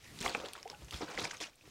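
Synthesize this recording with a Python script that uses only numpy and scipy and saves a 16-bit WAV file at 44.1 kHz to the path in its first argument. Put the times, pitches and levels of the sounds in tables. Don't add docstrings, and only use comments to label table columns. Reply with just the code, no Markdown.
import sys
import numpy as np
from scipy import signal
from scipy.fft import rfft, irfft
from scipy.io import wavfile
from scipy.ndimage import uniform_filter1d

SR = 44100
rng = np.random.default_rng(int(sys.argv[2]) if len(sys.argv) > 2 else 0)


def convert_level_to_amplitude(level_db):
    exponent = np.asarray(level_db, float) / 20
    return 10 ** exponent


def persist_wave(psi):
    counts = np.round(np.clip(psi, -1, 1) * 32767).astype(np.int16)
    wavfile.write(sys.argv[1], SR, np.atleast_2d(counts).T)


N = 74970

# (frequency [Hz], level [dB])
WALL_MODES = [(250, -9.5), (322, 3.5), (414, 3), (472, 1), (590, -5.5), (760, -3.5), (960, 2), (1200, 0)]


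def evened(x):
    return x / np.sqrt(np.mean(x ** 2) + 1e-20)


def add(mix, s, sound):
    part = mix[max(round(s * SR), 0):][:len(sound)]
    part += sound[:len(part)]


def read(points, hz):
    f, db = np.transpose(points)
    return np.interp(np.log(hz + 1), np.log(f + 1), db)


def coloured(points):
    spectrum = rfft(rng.standard_normal(N))
    gain = convert_level_to_amplitude(read(points, np.fft.rfftfreq(N, 1 / SR)))
    return evened(irfft(spectrum * gain, N))


def band(x, hz, width_hz):
    b, a = signal.iirpeak(hz, hz / width_hz, SR)
    return signal.lfilter(b, a, signal.lfilter(b, a, x))


def ring(hz, t60, rise=0., soft_s=0.0002):
    t = np.arange(4000) / SR
    envelope = (1 - np.exp(-t / soft_s)) * convert_level_to_amplitude(-60 * t / t60)
    creep = 1 + rise * np.minimum(t / t60, 1)
    return envelope * np.sin(2 * np.pi * hz * t * creep)


def train(per_s, spread_db):
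    hits = rng.random(N) < per_s / SR
    size = convert_level_to_amplitude(spread_db * np.minimum(rng.exponential(1, N), 3.2))
    return hits * size * rng.choice([-1., 1.], N)


def clumps(db, size):
    wander = uniform_filter1d(uniform_filter1d(rng.standard_normal(N), size), size)
    return convert_level_to_amplitude(db * evened(wander))


def patchy(x):
    patch_db = 2.3
    z = signal.stft(x, nperseg=256, noverlap=192)[2]
    patches = uniform_filter1d(rng.standard_normal(z.shape), size=6, axis=0)
    patches = uniform_filter1d(patches, size=14, axis=1)
    return signal.istft(z * convert_level_to_amplitude(patch_db * evened(patches)), nperseg=256, noverlap=192)[1][:N]


def bump(s, length):
    return np.exp(-(2 * (np.arange(N) / SR - s) / length) ** 2)


def effort(column):
    # (peak time [s], rise [s], fall [s], spray level [dB], level of the weight on the wall [dB])
    surges = [(0.061, 0.14, 0.092, -62, -74), (0.167, 0.028, 0.084, -62, -71),
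              (0.21, 0.0054, 0.14, -43.5, -90), (0.264, 0.032, 0.041, -40.5, -37),
              (0.351, 0.0047, 0.054, -59, -41.5), (0.401, 0.0024, 0.033, -52.5, -51),
              (0.463, 0.068, 0.046, -53.5, -48.5), (0.558, 0.0067, 0.072, -60.5, -55.5),
              (0.706, 0.017, 0.043, -60.5, -54), (0.829, 0.042, 0.035, -59.5, -65),
              (0.885, 0.0043, 0.011, -55.5, -62.5), (0.927, 0.01, 0.1, -48, -52.5),
              (1.019, 0.0072, 0.04, -48, -44.5), (1.12, 0.05, 0.057, -48.5, -46),
              (1.189, 0.018, 0.085, -41.5, -44.5), (1.247, 0.014, 0.011, -37, -42.5),
              (1.312, 0.0058, 0.0092, -44, -70), (1.341, 0.0025, 0.019, -47.5, -54),
              (1.404, 0.0023, .01, -45, -53), (1.414, 0.0028, 0.011, -39.5, -45.5),
              (1.431, 0.014, 0.024, -42, -52.5), (1.46, 0.0068, 0.011, -47.5, -58),
              (1.682, 0.22, 0.12, -65, -81)]
    t, power = np.arange(N) / SR, 0
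    for row in surges:
        s, rise, fall = row[:3]
        shape = np.exp(np.where(t < s, -2 * ((t - s) / rise) ** 2, (s - t) / fall))
        power = power + (convert_level_to_amplitude(row[column]) * shape) ** 2
    return np.sqrt(power)


def room_tone():
    # (frequency [Hz], level [dB])
    tone_spectrum = [(25, 27), (150, 23), (500, 16), (1000, 11), (2000, 0), (6000, 4), (11000, 1.5),
                     (16000, 2.5)]
    return convert_level_to_amplitude(-69) * coloured(tone_spectrum)


def spray():
    # (frequency [Hz], level [dB])
    spray_spectrum = [(1000, -12), (1500, -8), (2300, -3.5), (3500, -5), (5500, -5.5), (8000, -12),
                      (11000, -28), (15500, -42)]
    drops_per_s, drop_cycles, drop_spread_db = 3600, 7, 2.8
    mist_db, clump_db = -2, 2.0
    drops = np.zeros(N)
    for hz in np.geomspace(1100, 14000, 30):
        drop = ring(hz, drop_cycles * 2 / hz, rise=.15, soft_s=.0004)[:800]
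        clicks = train(drops_per_s / 30, drop_spread_db)
        drops += convert_level_to_amplitude(read(spray_spectrum, hz)) * hz * signal.oaconvolve(clicks, drop)[:N]
    mist = coloured([(300, -46)] + list(spray_spectrum))
    fizz = clumps(clump_db, size=200) * (evened(drops) + convert_level_to_amplitude(mist_db) * mist)
    return effort(column=3) * evened(patchy(fizz))


def slosh():
    # (frequency [Hz], level [dB])
    wash_spectrum = [(60, -40), (130, -14), (260, -5), (500, 0), (1000, -3), (1600, -9), (3000, -35)]
    laps_per_s, lap_spread_db, wall_t60_s = 260, 1, .04
    wash_db, clump_db = 6, 2.0
    laps = np.zeros(N)
    for hz, db in WALL_MODES:
        clicks = train(laps_per_s / len(WALL_MODES), lap_spread_db)
        laps += convert_level_to_amplitude(db) * signal.oaconvolve(clicks, ring(hz, wall_t60_s, soft_s=0.00047))[:N]
    wash = coloured(wash_spectrum) * clumps(clump_db, size=500)
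    return effort(column=4) * evened(evened(laps) + convert_level_to_amplitude(wash_db) * wash)


def swings():
    # (centre time [s], length [s], gust level [dB], gust frequency [Hz], hiss level [dB])
    swing_events = [(0.182, 0.21, -55.5, 121, -57), (0.06, .1, -65, 45, -65), (1.083, .1, -61, 110, -67),
                    (1.357, 0.24, -67, 89, -64), (0.266, 0.12, -57, 45.4, -64),
                    (0.418, 0.089, -60.5, 81, -86), (0.613, 0.52, -71, 79.6, -66),
                    (0.832, 0.18, -57, 89.5, -65.5), (0.956, 0.089, -51, 87, -55.5),
                    (1.22, 0.1, -49.5, 144, -72), (1.694, .12, -61.5, 93, -64)]
    # (frequency [Hz], level [dB])
    hiss_spectrum = [(4000, 9.5), (8000, 5.5), (12000, 0.5), (16000, -10)]
    out, hiss = np.zeros(N), coloured(hiss_spectrum)
    for s, length, db, hz, hiss_db in swing_events:
        swell = bump(s, length)
        gust = band(rng.standard_normal(N), hz, hz * 1.6)
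        gust = gust * np.linalg.norm(swell) / np.linalg.norm(swell * gust)
        out += swell * (convert_level_to_amplitude(db) * gust + convert_level_to_amplitude(hiss_db) * hiss)
    return out


def sleeve():
    brush = evened(band(rng.standard_normal(N), 1940, width_hz=370))
    return convert_level_to_amplitude(-60.5) * bump(.083, length=.081) * brush


def snaps():
    # (time [s], peak level [dB], ring frequency [Hz], crack share [0-1])
    dull_snaps = [(0.189, -33.5, 3670, 0.93), (0.349, -16.5, 2520, 0.22), (0.4, -32.5, 2370, 0.6),
                  (0.4587, -30, 3380, 0.2), (0.4857, -33, 3260, 0.7), (0.5341, -32.5, 3320, 0.8),
                  (0.7154, -44, 3470, 0.9), (0.909, -30.5, 4200, 0.88), (1.1761, -21, 2010, 0.32),
                  (1.1877, -27, 3370, 0.3), (1.4024, -33, 3230, 0.3), (1.4103, -26.5, 3500, 0.15),
                  (1.6107, -47.5, 2570, 0.04)]
    # (time [s], peak level [dB], ring frequency [Hz], crack share [0-1])
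    bright_snaps = [(.205, -26.5, 5700, 0.3), (.2122, -20, 8200, 0.07), (.2555, -25, 6300, 0.54),
                    (.2955, -22.5, 4630, 0.33), (.5338, -25, 8960, 0.18), (.5527, -38, 1480, 1),
                    (.629, -30, 5350, 0.16), (.6775, -38, 5070, 0.43), (.7, -25.5, 5300, 0.13),
                    (.847, -40.5, 6260, 0.93), (.962, -34, 5400, 0), (.976, -30.5, 5300, 0.2),
                    (1.0138, -34, 5250, 0.1), (1.2045, -25.5, 8240, 0.2), (1.229, -29.5, 9800, 0),
                    (1.3695, -32, 6360, 0.05), (1.5565, -41.5, 8550, 0.2)]
    # (time [s], peak level [dB], ring
    # frequency [Hz], crack share [0-1])
    droplet_ticks = [(.2275, -29, 6800, .15), (.228, -35.5, 1840, .2), (.2595, -43, 2130, 1),
                     (.27, -28, 6500, 0.33), (.2775, -47, 9000, 0.7), (.288, -42, 13500, 0.9),
                     (.3495, -24, 1170, 0.87), (.371, -42, 8500, 0.55), (.424, -47, 5200, 0.34),
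                     (.4495, -33, 2980, 0.3), (.464, -35, 3960, 0), (.5275, -48, 3200, 1),
                     (.546, -45, 3400, .3), (.563, -40, 2300, 0.4), (.567, -43, 4500, 0.6),
                     (.578, -42.5, 2200, 0.7), (.59, -47, 2200, 0), (.6295, -43.5, 2020, 1),
                     (.676, -43, 2070, 0.8), (.688, -43, 3400, 0.2), (.6995, -36, 3070, 0.97),
                     (.884, -55, 2500, .9), (.9097, -40, 9500, 1), (1.295, -49, 3100, 0.3),
                     (1.338, -40, 7700, 0.6), (1.343, -41.5, 5530, 1), (1.352, -45, 7100, 0.2),
                     (1.365, -43, 6300, 0.5), (1.371, -43, 3340, 0.39), (1.377, -39, 6450, .2),
                     (1.4035, -34.5, 5760, 0.5), (1.411, -30.5, 6100, 0.42), (1.4165, -40, 7400, 0.6),
                     (1.496, -48, 3200, .8)]
    ring_cycles, crack_width = 10.2, 0.83
    crack_s, rattle_s, rattle_db = .001, .007, -12
    out, t = np.zeros(N), np.arange(1500) / SR
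    decay = np.exp(-t / crack_s) + convert_level_to_amplitude(rattle_db) * np.exp(-t / rattle_s)
    for s, db, hz, crack in list(dull_snaps) + list(bright_snaps) + list(droplet_ticks):
        share = np.clip(crack, 0, 1)
        burst = band(rng.standard_normal(len(t)) * decay, hz, hz * crack_width)
        burst /= abs(burst).max()
        tone = 1.5 * ring(hz, ring_cycles * 2 / hz, soft_s=.0004)[:len(t)]
        add(out, s, convert_level_to_amplitude(db) * (share * burst + (1 - share) * tone))
    return out


def slaps():
    # (time [s], peak level [dB], frequency [Hz], t60 [s])
    slap_events = [(0.207, -41.5, 243, 0.19), (0.261, -23, 676, 0.041), (0.379, -35, 288, 0.038),
                   (0.401, -32.5, 510, 0.03), (0.438, -37, 548, 0.046), (0.82, -46, 337, 0.093),
                   (1.009, -29.5, 461, 0.058), (1.022, -30, 520, 0.061), (1.032, -28, 308, 0.036),
                   (1.179, -40, 486, 0.22), (1.252, -34, 482, 0.043), (1.333, -39.5, 1014, 0.027),
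                   (1.405, -42.5, 429, 0.074), (1.637, -56, 309, 0.17), (1.677, -43.5, 407, 0.021)]
    # (time [s], peak level [dB], frequency [Hz], t60 [s])
    hard_slap = (.3482, -23, 820, .035)
    partner_ratio, partner_db, body_db = 1.6, -1, -7.5
    out = np.zeros(N)
    for s, db, hz, t60 in list(slap_events) + [hard_slap]:
        detune = rng.uniform(.95, 1.05, len(WALL_MODES))
        body = sum(convert_level_to_amplitude(d) * ring(f * k, t60, soft_s=0.002) for (f, d), k in zip(WALL_MODES, detune))
        boom = ring(hz, t60, soft_s=0.00071)
        partner = ring(hz * partner_ratio, t60 * 0.61)
        add(out, s, convert_level_to_amplitude(db) * 0.5 * (boom + convert_level_to_amplitude(partner_db) * partner + convert_level_to_amplitude(body_db) * body))
    return out


def glugs():
    # (time [s], peak level [dB], frequency [Hz], t60 [s], climb [share])
    glug_events = [(.2635, -20, 707, 0.015, 0.04), (.2105, -41.5, 171, 0.094, 0.04),
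                   (.441, -37.5, 465, 0.031, 0.041), (.577, -43, 1050, 0.032, 0.086),
                   (.6555, -37, 696, 0.058, 0.44), (.656, -46, 431, 0.13, 0.22),
                   (.716, -52.5, 490, 0.062, 0.14), (.728, -46, 823, 0.098, 0.015),
                   (.739, -48.5, 1457, 0.04, .03), (1.309, -39, 1560, 0.025, .05),
                   (1.482, -50, 615, 0.028, 0.054)]
    rough_db = 1
    out = np.zeros(N)
    for s, db, hz, t60, climb in glug_events:
        gulp = ring(hz, t60, rise=climb, soft_s=.0012) * clumps(rough_db, size=120)[:4000]
        add(out, s, convert_level_to_amplitude(db) * 1.3 * gulp)
    return out


def bubbles():
    # (time [s], peak level [dB], frequency [Hz])
    bubble_events = [(.2165, -26.5, 3270), (.2615, -18.5, 2120), (.279, -20, 3260), (.558, -35, 3450),
                     (.747, -39, 2680), (.926, -36, 2160), (.9355, -28, 3580), (.939, -41, 1320),
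                     (.9432, -25.5, 3250), (1.017, -34.5, 2440), (1.081, -35.5, 1520), (1.2155, -35, 1290),
                     (1.2525, -21.5, 2300), (1.3105, -30.5, 2040), (1.332, -37, 1205), (1.4235, -27, 3450)]
    # (time [s], peak level [dB], frequency [Hz])
    tiny_bubbles = [
        (.582, -44, 7900),
        (.6, -40, 4020),
        (.689, -52, 4570),
        (.7165, -43, 4500),
        (.733, -54, 3100),
        (.989, -34, 7600),
        (1.385, -37, 5100),
    ]
    ping_cycles, ping_rise = 9.5, 0.014
    out = np.zeros(N)
    for s, db, hz in list(bubble_events) + list(tiny_bubbles):
        ping = ring(hz, ping_cycles * 2 / hz, rise=ping_rise, soft_s=.0006)
        add(out, s, convert_level_to_amplitude(db) * 1.3 * ping)
    return out


def airy_spray():
    # (centre time [s], length [s], level [dB])
    puffs = [
        (.225, 0.044, -61),
        (.272, 0.064, -60),
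        (0.926, .025, -64),
    ]
    # (frequency [Hz], level [dB])
    air_spectrum = [(5000, -28), (8000, 2), (12000, -2), (16000, -5)]
    swell = sum(convert_level_to_amplitude(db) * bump(s, length) for s, length, db in puffs)
    return coloured(air_spectrum) * clumps(2.0, size=100) * swell


def heaves():
    # (centre time [s], length [s], level [dB], frequency [Hz])
    heave_events = [
        (0.251, .06, -54, 33),
        (0.271, 0.037, -49.5, 122),
        (0.849, 0.039, -48, 56.7),
        (.953, 0.037, -42, 60),
        (1.172, 0.041, -56, 37.8),
        (1.24, 0.043, -49.5, 152),
    ]
    t, out = np.arange(N) / SR, np.zeros(N)
    for s, length, db, hz in heave_events:
        out += convert_level_to_amplitude(db) * bump(s, length) * np.sin(2 * np.pi * hz * (t - s))
    return out


def room(x):
    t60_s, top_hz, gap = .16, 5000, 22
    taps = np.zeros(SR // 2)
    at = np.arange(200, len(taps) - gap, gap)
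    taps[at + rng.integers(0, gap, len(at))] = rng.choice([-1., 1.], len(at))
    taps *= convert_level_to_amplitude(-60 * np.arange(len(taps)) / SR / t60_s)
    taps = signal.lfilter(*signal.butter(1, top_hz, fs=SR), taps)
    return signal.fftconvolve(x, taps / np.linalg.norm(taps))[:N]


def scene():
    bottle = spray() + slosh() + snaps() + slaps() + glugs() + bubbles()
    motion = swings() + sleeve() + airy_spray() + heaves()
    mix = room_tone() + bottle + convert_level_to_amplitude(-19) * room(bottle) + motion
    return mix[None]


def low_pass(x):
    return signal.sosfilt(signal.butter(12, 16470, fs=SR, output="sos"), x)


def record(dry):
    edge = signal.firwin(255, 15950, window=("kaiser", 8), fs=SR)
    mix = signal.oaconvolve(dry, edge[None], "same")
    return low_pass(mix)


dry = scene()
out = record(dry)
persist_wave(out)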